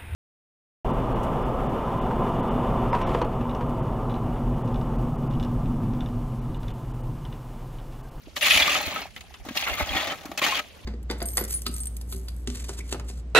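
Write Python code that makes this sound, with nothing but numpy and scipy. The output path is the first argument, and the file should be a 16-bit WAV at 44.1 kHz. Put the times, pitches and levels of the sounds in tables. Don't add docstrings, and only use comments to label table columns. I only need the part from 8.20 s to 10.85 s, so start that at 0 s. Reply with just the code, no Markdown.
import sys
import numpy as np
from scipy import signal
from scipy.io import wavfile
from scipy.ndimage import uniform_filter1d, map_coordinates

SR = 44100
rng = np.random.default_rng(int(sys.argv[2]) if len(sys.argv) > 2 else 0)


def level_to_linear(level):
    exponent = np.asarray(level, float) / 20
    return 10 ** exponent


def unload_wav(signal):
    wavfile.write(
        sys.argv[1],
        SR,
        np.round(np.clip(np.atleast_2d(signal).T, -1, 1) * 32767).astype(np.int16),
    )


N = 116865

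# hz, level_db_per_hz
YARD_COLOUR = [(150, -0.5), (700, -6), (1200, -9.5), (3000, -7), (6500, -16), (9000, -14.5), (16000, -31)]
# time_s, level_db
YARD_SWELL = [(0, -2), (1.2, -1), (2.45, 2)]
# hz, level_db_per_hz
WIND_COLOUR = [(20, -12), (45, -11), (65, -4), (100, -9.5), (130, -16), (300, -8.5)]
# time_s, level_db
WIND_GUST = [(0, -52), (.4, -47), (.9, -51), (1.3, -52), (1.7, -45), (2.0, -52), (2.65, -54)]
# start_s, peak_db
DUST_SPITS = [(0.0184, -47), (0.6135, -24), (0.653, -35), (0.6625, -24), (0.6894, -34), (0.7218, -39),
              (0.7407, -31), (0.8051, -33), (0.9752, -45), (1.2511, -40), (1.482, -26.5), (1.5259, -33),
              (1.5509, -27), (1.5964, -40), (1.6067, -31), (1.6911, -39), (1.7649, -45), (1.8437, -36),
              (1.9081, -40), (2.056, -35)]
# peak_s, peak_db, pitch_hz
CLOD_THUDS = [(.074, -32.5, 294), (.084, -32, 607), (.858, -21, 776), (1.11, -33, 794), (1.203, -36.5, 740),
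              (1.252, -31.5, 697), (1.266, -27, 280), (1.288, -28.5, 255), (1.31, -25.5, 240),
              (1.043, -37, 774), (.68, -26, 280), (2.051, -23, 770), (2.058, -28, 296), (2.095, -29.5, 266),
              (2.119, -30, 333), (2.153, -31, 760), (2.222, -23, 275)]
# time_s, pressure_db, mortar_load_db, bare_steel_db
TOUCH_STROKES = [
    [(.158, -58, -10.5, 12), (.167, -24, 1.5, 4.5), (.178, -31, -3, 1.5), (.188, -46.5, 5, 19),
     (.209, -46.5, 3, 13)],
    [(2.175, -29.5, 2, 10.5), (2.194, -25, 0, 1), (2.203, -54, -6, 7), (2.217, -25, 7, 1)],
]
# time_s, pressure_db, mortar_load_db, bare_steel_db
SWEEP_STROKES = [
    [(.21, -23.5, -5, -4.5), (.3, -19.5, -5.5, -0.5), (.45, -20, 1, -1), (.465, -21.5, -0.5, -1),
     (.56, -23.5, 1, 5), (.6, -31, 5.5, 5.5), (.66, -31, 0.5, 2), (.73, -31, 2, -1.5), (.82, -35, 2.5, -1),
     (.885, -51.5, 1, 4)],
    [(2.217, -21, 3.5, 0), (2.25, -25, -1.5, 0), (2.34, -24.5, 1.5, 0.5), (2.4, -27.5, -2, -5.5),
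     (2.415, -51.5, -3, 6.5), (2.52, -63, -6, -12)],
]
# time_s, pressure_db, mortar_load_db, bare_steel_db
TURN_STROKES = [
    [(1.25, -48, 18, 20.5), (1.345, -43, -1.5, 1.5), (1.356, -30, 7.5, 8.5), (1.445, -31.5, -8.5, -0.5),
     (1.46, -34, 6.5, 3), (1.5, -26, 3.5, -1), (1.59, -34.5, 3, 1), (1.605, -24.5, 11, 6),
     (1.656, -39, -6.5, -8)],
    [(1.656, -33.5, 7, 6.5), (1.78, -26, 3, -0.5), (1.86, -30, 2.5, 1), (1.93, -28.5, 8.5, 4),
     (1.965, -47.5, 5.5, 8), (2.03, -46, 7.5, 8.5), (2.165, -54.5, 15, 15)],
]
# peak_s, peak_db, mortar_load_db, bare_steel_db
EDGE_CATCHES = [(0.309, 2, -27, -32), (0.375, -7, -32, -5), (0.424, 1.5, -22, -26), (0.553, -2.5, 7, -31),
                (0.761, -8, 3, -4), (1.373, -7, -24.5, -14.5), (1.425, -2, 4, -18), (1.474, -2, -1, -10),
                (1.598, -14, -9, 3), (1.626, -9, 5, 5), (1.77, -13, -15, -7), (2.265, 0, 5, 4.5)]
# peak_s, peak_db, mortar_load_db, bare_steel_db
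CRUMB_TICKS = [
    (0.9625, -25.5, -0.5, -5),
    (0.9754, -40, -13, -1),
    (1.0077, -33, -2, 3),
    (1.1403, -31.5, 0.5, -2),
    (1.287, -22.5, 4, 0.5),
    (2.055, -30, 12, 14.5),
    (2.1152, -29, 11, 9),
]
# hz, level_db_per_hz
GRIT_COLOUR = [(270, -6), (450, -12), (620, -2), (1500, -3.5), (2500, 7.5), (3700, -1), (7000, -9),
               (16000, -17)]
# pitch_hz, width_hz, level_db
STEEL_MODES = [(280, 61, -5.5), (607, 65, -4), (788, 44, -6), (1146, 174, -4), (1287, 30, -3.5),
               (1801, 190, -10), (2180, 120, -2.5), (2510, 73, -2.5), (2924, 14, -15.5), (3486, 29, -2),
               (4140, 78, -6), (4750, 96, -9.5), (6420, 410, -19.5)]
# hz, likeness_ratio
SCRAPE_LIKENESS = [(200, 0.76), (700, 0.98), (1500, 0.43), (3000, 0.57), (6000, 0.25), (12000, 0.38)]
# time_s, left_over_right_db, left_lag_samples
BLADE_PLACE = [(0.2, 1.7, 0), (0.8, 0.3, 2.5), (1.15, 1.5, -1.5), (1.5, 1, -4), (2.3, 1.6, 1)]
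# time_s, pitch_hz, level_db
EDGE_SQUEAL = [(.21, 10900, -80), (.225, 11050, -28), (.265, 10700, -40), (.32, 10000, -30),
               (.37, 10200, -36), (.44, 10500, -69)]
# peak_s, peak_db, pitch_hz
STONE_SNAPS = [(.226, -18, 2810), (.252, -15, 2290), (.308, -9, 2530), (.311, -23, 3980), (.374, -15, 2320),
               (.421, -12.5, 3450), (.48, -17, 1200), (.553, -20, 1269), (.76, -22, 1290),
               (1.369, -23, 2800), (1.468, -23, 2100), (1.481, -25, 1370), (1.499, -24, 2770),
               (1.533, -21.5, 2100), (1.597, -23, 2140), (1.607, -24, 840), (1.611, -28, 2010),
               (1.692, -23, 3260), (1.731, -25, 2480), (1.766, -20.5, 3320), (1.77, -23, 1877),
               (1.785, -29.5, 756), (1.803, -24, 3470), (1.856, -26, 666), (1.872, -37, 2100),
               (1.9, -23, 3080), (2.218, -17.5, 1104), (2.264, -22.5, 1840), (2.266, -22.5, 2500),
               (2.288, -26, 856), (2.307, -27.5, 2470), (2.325, -21.5, 1067), (2.346, -23, 3260),
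               (2.372, -29, 2630), (2.392, -27, 1274)]
# start_s, peak_db, pitch_hz
WIND_BUFFETS = [
    (0.348, -29, 71),
    (0.407, -33, 62.6),
    (0.661, -29.5, 82.5),
    (1.191, -36, 49.3),
    (1.5, -30, 59),
    (1.61, -23, 67),
    (1.69, -29.5, 55.7),
    (1.735, -29, 75.6),
]
PORT_GAIN = level_to_linear(-2.25 * np.array([[1], [-1]]))


def in_time(rows):
    s, *columns = np.transpose(rows)
    return [np.interp(np.arange(N) / SR, s, c) for c in columns]


def at_hz(points, hz):
    table = np.array(points)
    return np.interp(np.log(hz), np.log(table[:, 0]), table[:, 1])


def rms_one(x):
    return x / np.sqrt(np.mean(x ** 2) + 1e-20)


def drift(rate_hz):
    r = np.exp(-80 * np.pi * rate_hz / SR)
    white = rng.standard_normal(N // 40 + 2002)
    slow = signal.lfilter([1], [1, -2 * r, r * r], white)[2000:]
    return np.interp(np.arange(N) / 40, np.arange(len(slow)), rms_one(slow))


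def resonance(x, hz, width_hz):
    r = np.exp(-np.pi * width_hz / SR)
    zeros = np.array([1, 0, -1]) * (1 - r * r) / 2
    return signal.lfilter(zeros, [1, -2 * r * np.cos(2 * np.pi * hz / SR), r * r], x)


def bands(first_octave, last_octave):
    edges = 20 * 2 ** np.arange(first_octave, last_octave, .5)
    return [(np.sqrt(a * b), signal.butter(2, [a, b], "band", fs=SR, output="sos"))
            for a, b in zip(edges, edges[1:])]


def pair(mid, side, likeness):
    likeness = np.clip(likeness, -1, 1)
    apart = np.sqrt((1 - likeness) / 2) * side * np.array([[1], [-1]])
    return np.sqrt((1 + likeness) / 2) * mid + apart


def hiss(colour, filters, likeness, patchy_db, rate_hz):
    white = rng.standard_normal((2, 2, N))
    out = 0
    for k, (hz, sos) in enumerate(filters):
        gain = level_to_linear(at_hz(colour, hz) + patchy_db * drift(rate_hz))
        out = out + gain * pair(*signal.sosfilt(sos, white[k % 2]), likeness)
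    return rms_one(out)


def clicks(rate_hz, spread_db):
    sizes = level_to_linear(spread_db * np.minimum(rng.exponential(1, (2, 2, N)), 4))
    signs = rng.choice([-1, 1], (2, 2, N))
    return rms_one(sizes * signs * (rng.random((2, 2, N)) < rate_hz / SR))


def yard():
    swell_db, = in_time(YARD_SWELL)
    return level_to_linear(-51.5 + swell_db) * hiss(YARD_COLOUR, bands(2.876, 10.1), 0.37, patchy_db=4.0, rate_hz=38)


def wind():
    thrum_hz, thrum_width_hz, thrum_db = 64, 26, -5.5
    gust_db, = in_time(WIND_GUST)
    lumps = hiss(WIND_COLOUR, bands(0, 4), 0.3, patchy_db=2.5, rate_hz=7.8)
    both = lumps + level_to_linear(thrum_db) * rms_one(resonance(lumps, thrum_hz, thrum_width_hz))
    slow = np.sqrt(uniform_filter1d(both ** 2, size=SR // 5))
    return level_to_linear(gust_db) * both / slow * PORT_GAIN


def spits():
    from_hz, t60_s, gain_db, likeness = 10400, 0.038, -1, 0.44
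    force, t = np.zeros(N + SR), np.arange(SR // 16) / SR
    for s, db in DUST_SPITS:
        rise = np.minimum(t * 1000, 1)
        force[int(s * SR):][:len(t)] += level_to_linear(db + gain_db - 60 * t / t60_s) * rise
    noise = pair(*rng.standard_normal((2, N)), likeness)
    high = signal.butter(3, from_hz, "high", fs=SR, output="sos")
    return signal.sosfilt(high, noise * force[:N] * level_to_linear([[1.5], [-1.5]]))


def thuds():
    cycles, rise_s, gain_db, rough = 13, 0.00333, 0.5, 0.21
    out, t = np.zeros(N + SR), np.arange(SR // 8) / SR
    for s, db, hz in CLOD_THUDS:
        sand = rms_one(resonance(resonance(rng.standard_normal(len(t)), hz, hz), hz, hz))
        rise = np.sin(np.minimum(t / rise_s, 1) * np.pi / 2) ** 2
        shape = rise * level_to_linear(db + gain_db - 60 * t * hz / cycles)
        i = int((s - rise_s) * SR)
        out[i:i + len(t)] += shape * (np.sin(2 * np.pi * hz * t) + rough * sand)
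    return out[:N]


def contact():
    t = np.arange(N) / SR
    total = np.zeros((3, N)) + [[1e-12], [0], [0]]
    chatter_db = 2.5 * drift(70)
    for rows in TOUCH_STROKES + SWEEP_STROKES + TURN_STROKES:
        db, load, steel = in_time(rows)
        touching = (t >= rows[0][0]) * (t < rows[-1][0])
        total += level_to_linear(2 * (db + chatter_db)) * touching * np.array([np.ones(N), load, steel])
    # rise_s, t60_s, gain_db
    for rows, rise_s, t60_s, gain_db in ((EDGE_CATCHES, 0.0026, 0.053, -16.5), (CRUMB_TICKS, 0.0012, .05, -3)):
        for s, db, load, steel in rows:
            i = int((s - rise_s) * SR)
            age = t[:min(N - i, SR // 8)]
            blow = np.minimum(age / rise_s, 1) * level_to_linear(db + gain_db - 60 * age / t60_s)
            total[:, i:i + len(age)] += blow ** 2 * np.array([[1], [load], [steel]])
    return np.sqrt(total[0]), total[1] / total[0], total[2] / total[0]


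def trowel():
    load_pivot_hz, steel_from_hz = 1685, 3920
    pebble_q, pebble_db, mode_gain_db = 42, 6, 9.5
    force, load, steel = contact()
    grains = clicks(3000, spread_db=3)
    pebbles = clicks(6000, spread_db=3.3)[0]

    def lean_db(hz):
        low = load * np.tanh(np.log2(load_pivot_hz / hz))
        return low + steel * np.clip(np.log2(hz / steel_from_hz) + .5, 0, 1)

    out, power = 0, 0
    for k, (hz, sos) in enumerate(bands(3, 10.1)):
        gain_db = at_hz(GRIT_COLOUR, hz)
        drive = grains[k % 2] * force * level_to_linear(gain_db + lean_db(hz) + 1.5 * drift(39.0))
        out = out + pair(*signal.sosfilt(sos, drive), at_hz(SCRAPE_LIKENESS, hz))
        power += level_to_linear(2 * gain_db) * hz * .7 / SR

    pitches_hz = np.geomspace(400, 15500, 48)
    dealt = rng.integers(0, len(pitches_hz), (2, N))
    for k, hz in enumerate(pitches_hz):
        gain_db = at_hz(GRIT_COLOUR, hz) + pebble_db
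        struck = pebbles * (dealt == k) * np.sqrt(len(pitches_hz))
        drive = struck * force * level_to_linear(gain_db + lean_db(hz)) + 1e-18
        out = out + pair(*resonance(drive, hz, hz / pebble_q), at_hz(SCRAPE_LIKENESS, hz))
        power += level_to_linear(2 * gain_db) * hz / pebble_q * np.pi / SR

    for k, (hz, width_hz, db) in enumerate(STEEL_MODES):
        gain_db = db + mode_gain_db
        drive = grains[k % 2] * force * level_to_linear(gain_db + lean_db(hz) + 3.5 * drift(13.0))
        out = out + (-1) ** k * pair(*resonance(drive, hz, width_hz), at_hz(SCRAPE_LIKENESS, hz))
        power += level_to_linear(2 * gain_db) * width_hz * np.pi / SR

    out = out / np.sqrt(power) + squeal() + stones()
    pan_db, lag = in_time(BLADE_PLACE)
    left = map_coordinates(out[0], [np.arange(N) - lag], order=3, mode="nearest")
    return np.array([left * level_to_linear(pan_db / 2), out[1] * level_to_linear(-pan_db / 2)])


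def squeal():
    width_hz = 400
    hz, db = in_time(EDGE_SQUEAL)
    low = signal.butter(2, width_hz / 2, fs=SR, output="sos")
    slow = rms_one(signal.sosfilt(low, rng.standard_normal((2, 2, N))))
    turn = 2 * np.pi * np.cumsum(hz) / SR
    return level_to_linear(db) * (slow[0] * np.cos(turn) + slow[1] * np.sin(turn))


def stones():
    rise_s, t60_s, rough, gain_db = 0.00119, 0.092, 0.44, -1.5
    out, t = np.zeros((2, N + SR)), np.arange(SR // 8) / SR
    for s, db, hz in STONE_SNAPS:
        sand = rms_one(resonance(rng.standard_normal((2, len(t))), hz, hz / 8))
        shape = np.minimum(t / rise_s, 1) * level_to_linear(db + gain_db - 60 * t / t60_s)
        i = int((s - rise_s) * SR)
        out[:, i:i + len(t)] += shape * (np.sin(2 * np.pi * hz * t) + rough * sand)
    return out[:, :N]


def buffets():
    cycles, lag_rad = 2.6, np.array([[0], [1.6]])
    out, t = np.zeros((2, N)), np.arange(N) / SR
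    for s, db, hz in WIND_BUFFETS:
        swell = np.sin(np.pi * np.clip((t - s) * hz / cycles, 0, 1)) ** 2
        out += level_to_linear(db) * swell * np.sin(2 * np.pi * hz * (t - s) - lag_rad)
    return out * PORT_GAIN


def scene():
    return yard() + wind() + spits() + thuds() + trowel() + buffets()


def roll_off(x):
    return signal.sosfilt(signal.butter(12, 17010, fs=SR, output="sos"), x)


def record(dry):
    limit, dip_hz, dip_width_hz, dip_depth, cutoff_hz = .85, 8220, 2960, 0.66, 15740
    dry = limit * np.tanh(dry / limit)
    x = dry - dip_depth * resonance(dry, dip_hz, dip_width_hz)
    x = signal.sosfilt(signal.ellip(16, .5, 48, cutoff_hz, fs=SR, output="sos"), x)
    return roll_off(x)


dry = scene()
out = record(dry)
unload_wav(out)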